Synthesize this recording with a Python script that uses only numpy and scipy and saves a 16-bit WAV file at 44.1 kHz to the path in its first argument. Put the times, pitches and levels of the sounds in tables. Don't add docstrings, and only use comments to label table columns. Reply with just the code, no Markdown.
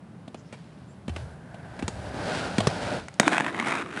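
import sys
import numpy as np
from scipy import signal
from scipy.fft import rfft, irfft
from scipy.io import wavfile

SR = 44100
rng = np.random.default_rng(int(sys.argv[2]) if len(sys.argv) > 2 else 0)


def pcm_store(signal):
    levels = np.round(np.clip(np.atleast_2d(signal), -1, 1) * 32767)
    wavfile.write(sys.argv[1], SR, levels.astype(np.int16).T)


N = 176400
T = np.arange(N) / SR
GRIND_START_S = 3.2

# frequency in Hz, width in Hz, gain in dB.
SOLE_MODES = [(298, 30, -1), (680, 108, 3.5), (1014, 7.7, 2.5), (2620, 110, -2.5), (3730, 110, 3)]
# frequency in Hz, relative level in dB.
BOOT_SPECTRUM = [(20, -62), (120, -16), (290, -2.5), (550, -11.5), (5000, -76)]


def amp(db):
    return 10 ** (np.asarray(db) / 20)


def unit(x):
    return x / np.sqrt(np.mean(x ** 2) + 1e-20)


def value_at(points, hz):
    f, value = np.transpose(points)
    return np.interp(np.log(hz + 1), np.log(f + 1), value)


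def envelopes(table):
    s, *columns = np.transpose(table)
    return [amp(np.interp(T, s, c)) for c in columns]


def add(mix, s, sound):
    part = mix[round(s * SR):][:len(sound)]
    part += sound[:len(part)]


def colour(x, spectrum, modes=(), size=8192):
    hz = abs(np.fft.fftfreq(size, 1 / SR))
    peaks_db = sum(gain / (1 + (2 * (hz - f) / width) ** 2) for f, width, gain in modes)
    log_gain = np.log(amp(value_at(spectrum, hz) + peaks_db))
    response = np.exp(np.conj(signal.hilbert(log_gain)))
    taps = np.fft.ifft(response).real[:size // 2]
    return signal.oaconvolve(x, taps / np.linalg.norm(taps))[:N]


def wander(rate_hz):
    hz = np.fft.rfftfreq(N, 1 / SR)
    band = np.exp(-(hz / rate_hz) ** 2) * hz / (hz + rate_hz / 10)
    return unit(irfft(rfft(rng.standard_normal(N)) * band, N))


def grains(per_s, spread_db):
    size = amp(spread_db * np.minimum(rng.exponential(1, N), np.log(60)))
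    return unit(size * rng.choice([-1, 1], N) * (rng.random(N) < per_s / SR))


def burst(decay_s, size=8192):
    fade = np.exp(-T[:size] / max(decay_s, 1 / SR))
    x = rng.standard_normal(size) * fade
    for _ in range(2):
        x = irfft(np.exp(1j * np.angle(rfft(x)))) * np.sqrt(fade)
    return x * np.linalg.norm(fade) / np.linalg.norm(x)


def thud(hz, decay_s, rise_s=0.002):
    t = T[:SR // 2]
    return -np.sin(2 * np.pi * hz * t + np.pi / 4) * (1 - np.exp(-t / rise_s)) * np.exp(-t / decay_s)


def resonate(x, hz, width_hz):
    turn = np.exp(2j * np.pi * np.cumsum(hz) / SR)
    pole = np.exp(-np.pi * width_hz / SR)
    return 2 * (turn * signal.lfilter([1 - pole], [1, -pole], x / turn + 1e-18)).real


def moving_contact(x, modes, drift, swell_db, ring_db, pace_hz=14):
    out = x.copy()
    for hz, width_hz, _ in modes:
        swell = amp(ring_db + swell_db * np.tanh(wander(pace_hz)))
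        out += swell * resonate(x, hz * (1 + drift * wander(pace_hz)), width_hz)
    return out


def distant_hum():
    # frequency in Hz, relative level in dB.
    spectrum = [(20, -47), (90, -11), (160, -1), (400, -18.5), (1000, -24), (6500, -48.5), (10000, -48)]
    return amp(-47) * colour(rng.standard_normal(N), spectrum)


def birds(rise_hz_per_s=6700, buzz_hz=1400):
    # start in seconds, length in seconds, mid pitch in Hz, level in dB, roughness from 0 to 1.
    chirps = [(0.362, 0.061, 6130, -57.5, .8), (0.448, 0.056, 5330, -62, 0.5),
              (.87, 0.078, 7400, -62.5, 0.35)]
    out = np.zeros(N)
    for s, length, hz, db, rough in chirps:
        t = T[:round(length * SR)]
        pitch = hz + rise_hz_per_s * (t - length / 2)
        tone = np.sin(2 * np.pi * np.cumsum(pitch) / SR)
        buzz = 1 - rough + rough * wander(buzz_hz)[:len(t)]
        add(out, s, amp(db) * np.sin(np.pi * t / length) * tone * buzz)
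    return out


def open_space(x, echo_s=0.014, echo_db=-29.5, tail_db=-17):
    # frequency in Hz, time to decay by 60 dB in seconds.
    reverb_times = [(100, 0.055), (4000, 0.04), (10000, 1)]
    hz, t, noise = signal.stft(rng.standard_normal(SR // 2), SR, nperseg=256)
    decay = np.exp(-np.log(1000) * t / value_at(reverb_times, hz)[:, None])
    tail = signal.istft(noise * decay, SR, nperseg=256)[1]
    tail *= amp(tail_db) / np.linalg.norm(tail)
    tail[0] += amp(echo_db)
    out = x.copy()
    add(out, echo_s, signal.fftconvolve(x, tail))
    return out


def wheel_whirr(width_hz=340):
    # time in seconds, pitch in Hz, level in dB relative to the wheel body.
    course = [(1.2, 1530, -9), (1.55, 1556, -4.5), (2.15, 1570, -12.5), (2.45, 1385, -5.5),
              (2.64, 1450, -9)]
    s, hz, db = np.transpose(course)
    pitch = np.interp(T, s, hz)
    band = resonate(rng.standard_normal(N), pitch, width_hz)
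    return amp(np.interp(T, s, db)) * unit(resonate(band, pitch, width_hz))


def rolling():
    # time in seconds, then levels of wheel body, grit hiss and ground rumble in dB.
    roll_levels = [(0, -64, -83, -59), (.6, -61.5, -62.5, -55), (1.05, -64, -73.5, -50),
                   (1.18, -46.5, -53, -36.5), (1.4, -54.5, -75, -47.5), (1.75, -46.5, -60, -46),
                   (1.95, -44, -53.5, -37.5), (2.13, -38, -51.5, -37), (2.28, -31, -40, -44),
                   (2.37, -32.5, -36.5, -39.5), (2.52, -36.5, -44, -44), (2.74, -35, -43, -44),
                   (2.85, -33.5, -40, -36.5), (2.97, -32.5, -43, -39.5), (3.08, -55.5, -59.5, -56)]
    # frequency in Hz, relative level in dB.
    wheel_spectrum = [(30, -49.5), (170, 4.5), (380, -1), (750, 2), (1100, -7), (2100, -15.5),
                      (5000, -33.5)]
    grit_spectrum = [(100, -39), (1200, 5.5), (2500, 5), (4600, 2.5), (6600, -6), (9500, -8.5),
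                     (16000, -66)]
    ground_spectrum = [(15, -69), (45, -1.5), (85, 3), (120, 7), (200, -34), (2000, -42)]
    # frequency in Hz, width in Hz, gain in dB.
    frame_modes = [(591, 37, 1.5), (1134, 190, -5), (4480, 1300, 0)]
    body, hiss, rumble = envelopes(roll_levels)
    bumps = amp(.7 * wander(rate_hz=20))
    wheels = colour(body * bumps * grains(per_s=5000, spread_db=-2.0), wheel_spectrum, frame_modes)
    wheels = moving_contact(wheels, frame_modes, drift=.03, swell_db=7, ring_db=-11)
    grit = colour(hiss * bumps * grains(per_s=14000, spread_db=4.5), grit_spectrum, frame_modes)
    whirr = body * wheel_whirr()
    ground = colour(rumble * rng.standard_normal(N), ground_spectrum)
    return wheels + whirr + grit + ground


def strides(thud_lag_s=0.00078, knock_ratio=2.815):
    # start in seconds, clack level in dB, clack decay in seconds, clack ring in Hz,
    # knock level in dB, thud level in dB, thud pitch in Hz.
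    set_downs = [(0.278, -47.5, 0.011, 3600, -27, -26, 241), (0.345, -35.5, 0.0022, 3070, -24, -24, 214),
                 (0.526, -43, 0.03, 2300, -28, -27, 212), (1.08, -36.5, 0.0081, 2750, -23, -13, 203),
                 (1.094, -38.5, 0.0082, 2870, -45, -24.5, 260), (1.163, -28.5, 0.002, 2430, -30, -25, 144),
                 (1.543, -47.5, 0.01, 2720, -28, -46, 236), (1.792, -38, 0.013, 2210, -32, -24.5, 227),
                 (1.825, -28, 0.00083, 2640, -26, -12, 245), (1.880, -21, 0.0019, 7040, -49, -16.5, 184),
                 (2.583, -16.5, 0.0018, 3770, -25, -2.5, 207), (2.604, -23.5, 0.0064, 3380, -6, -25, 238),
                 (2.671, -15.5, 0.0036, 5530, -2, -2, 136)]
    # frequency in Hz, relative level in dB.
    clack_spectrum = [(60, -5), (400, 10.5), (800, 7.5), (2000, 0.5), (4000, -2.5), (5600, -8), (9000, -8),
                      (16000, -34)]
    # frequency in Hz, width in Hz, gain in dB.
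    shell_modes = [(360, 94, 3), (1115, 80, 5.5)]
    out = np.zeros(N)
    for s, clack_db, decay_s, ring_hz, knock_db, thud_db, hz in set_downs:
        modes = [*shell_modes, (ring_hz, .4 * ring_hz, 8)]
        strike = burst(decay_s)
        scuff = amp(-9.5) * burst(decay_s=0.012)
        clack = amp(clack_db) * colour(strike + scuff, clack_spectrum, modes)
        add(out, s, clack)
        add(out, s + rng.uniform(.002, .0034), amp(-6) * clack)
        knock = amp(knock_db) * thud(knock_ratio * hz, decay_s=0.0027)
        add(out, s + thud_lag_s, amp(thud_db) * thud(hz, decay_s=0.0041) + knock)
    return out


def booms():
    # start in seconds, level in dB, pitch in Hz, decay in seconds.
    loads = [(1.096, -23.5, 80, 0.041), (1.839, -18.5, 94.5, 0.017), (2.588, -25, 102.6, 0.079),
             (3.269, -10.5, 298.5, 0.0088)]
    out = np.zeros(N)
    for s, db, hz, decay_s in loads:
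        add(out, s, amp(db) * thud(hz, decay_s))
    return out


def pavement_reflection(x, first_lag_ms=1.35, shrink_ms_per_s=.9, cutoff_hz=4000):
    lag_s = (first_lag_ms - shrink_ms_per_s * np.maximum(T - GRIND_START_S, 0)) / 1000
    low_pass = np.exp(-(np.fft.rfftfreq(N, 1 / SR) / cutoff_hz) ** 2)
    dull = irfft(rfft(x) * low_pass, N)
    return x + amp(-9) * np.interp(T - lag_s, T, dull)


def sole_squeal(start_s=3.226, length_s=.06, mid_hz=3550, sag_hz_per_s=6800):
    since = T - start_s
    pitch = mid_hz - sag_hz_per_s * (np.clip(since, 0, length_s) - length_s / 2)
    whistle = unit(resonate(rng.standard_normal(N), pitch, width_hz=160))
    swell = np.sqrt(abs(np.sin(np.pi * np.clip(since / length_s, 0, 1))))
    return amp(-42.5) * whistle * swell


def ledge_blows(ring_width_hz=160, ring_gain_db=9, thud_hz=193, thud_s=0.004):
    # start in seconds, ring level in dB, ring pitch in Hz,
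    # crack level in dB, thud level in dB.
    blows = [(3.084, -28.5, 2000, -38.5, -63), (3.141, -77, 3500, -43.5, -65),
             (3.1984, -4.5, 1940, -11, -6.5), (3.231, -20, 970, -41, -25), (3.2790, -7, 1080, -21.5, -21.5),
             (3.3676, -19.5, 1940, -41, -39), (3.381, -13, 2570, -30, -35), (3.4001, -17.5, 840, -36, -33),
             (3.407, -16, 1710, -35, -20), (3.4644, -17.5, 1900, -40.5, -37),
             (3.546, -24.5, 2000, -50, -43), (3.599, -16.5, 2160, -33.5, -30), (3.861, -31, 1200, -55, -34),
             (3.974, -22, 1500, -51, -28.5)]
    # frequency in Hz, relative level in dB.
    ring_spectrum = [(50, -19), (300, -9.5), (900, 8), (2100, 6), (3600, -6), (5000, -32), (11000, -26)]
    crack_spectrum = [(100, -51), (1500, 4), (5300, 7.5), (8500, 6), (16000, -27)]
    # frequency and width in Hz, gain in dB.
    ping_modes = [(6670, 160, 8), (8100, 360, 5.5)]
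    rings, cracks, thuds = np.zeros((3, N))
    for s, ring_db, hz, crack_db, thud_db in blows:
        modes = [*SOLE_MODES, (hz, ring_width_hz, ring_gain_db)]
        add(rings, s, amp(ring_db) * colour(burst(decay_s=0.0022), ring_spectrum, modes))
        add(cracks, s, amp(crack_db) * burst(decay_s=0.0029))
        add(thuds, s, amp(thud_db) * thud(thud_hz, thud_s))
        add(thuds, s, amp(thud_db - 4.5) * colour(burst(thud_s), BOOT_SPECTRUM, SOLE_MODES))
    return rings + colour(cracks, crack_spectrum, SOLE_MODES + ping_modes) + thuds


def grind(boot_db=-31, boot_fall_db_per_s=19):
    # time in seconds, scrape level in dB, hiss level in dB.
    grind_levels = [(3.2, -34.5, -27), (3.24, -37, -78), (3.27, -28.5, -34.5), (3.3, -35.5, -48.5),
                    (3.33, -24.5, -39), (3.39, -32.5, -47), (3.44, -35, -55), (3.485, -31, -54),
                    (3.52, -44, -58), (3.59, -33, -51), (3.635, -34.5, -53.5), (3.685, -27.5, -40),
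                    (3.74, -30.5, -49), (3.81, -32, -48.5), (3.85, -47.5, -64), (3.93, -43, -58),
                    (3.985, -36.5, -46.5)]
    # frequency in Hz, relative level in dB.
    scrape_spectrum = [(60, -24), (250, 6.5), (750, 0.5), (1450, 5.5), (2300, 0.5), (3600, -13.5),
                       (4500, -21), (11000, -27)]
    hiss_spectrum = [(200, -29), (3700, 6), (5200, -4), (6600, -2.5), (9500, -3.5), (16000, -37)]
    scrape_gain, hiss_gain = envelopes(grind_levels)
    since = T - GRIND_START_S
    touching = since > 0
    chatter = wander(rate_hz=170)
    slips = amp(2.74 * chatter) * grains(per_s=13000, spread_db=3.5)
    fine_slips = amp(3.3 * chatter) * grains(per_s=16000, spread_db=2.0)
    shudder = amp(boot_db - boot_fall_db_per_s * since) * rng.standard_normal(N)
    rasp = colour(touching * scrape_gain * slips, scrape_spectrum, SOLE_MODES)
    rasp = moving_contact(rasp, SOLE_MODES, drift=.04, swell_db=8, ring_db=-6)
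    hiss = colour(touching * hiss_gain * fine_slips, hiss_spectrum, SOLE_MODES)
    boot = colour(touching * shudder, BOOT_SPECTRUM, SOLE_MODES)
    return rasp + hiss + boot


def scene():
    hum = distant_hum()
    ledge = pavement_reflection(ledge_blows() + grind()) + sole_squeal()
    direct = rolling() + strides() + booms() + ledge + birds()
    return (open_space(direct) + hum)[None]


def record(dry, low_cut_hz=70, high_cut_hz=10810, ceiling=.7, band_edge_hz=16890):
    hz = np.fft.rfftfreq(2 * N, 1 / SR)
    thin = signal.sosfilt(signal.butter(2, low_cut_hz, "high", fs=SR, output="sos"), dry)
    dull = irfft(rfft(thin, 2 * N) / np.sqrt(1 + (hz / high_cut_hz) ** 56))[:, :N]
    clipped = np.clip(dull, -ceiling, ceiling)
    low_pass = signal.firwin(511, band_edge_hz, window=("kaiser", 9), fs=SR)
    return signal.oaconvolve(clipped, low_pass[None], "same")


dry = scene()
out = record(dry)
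pcm_store(out)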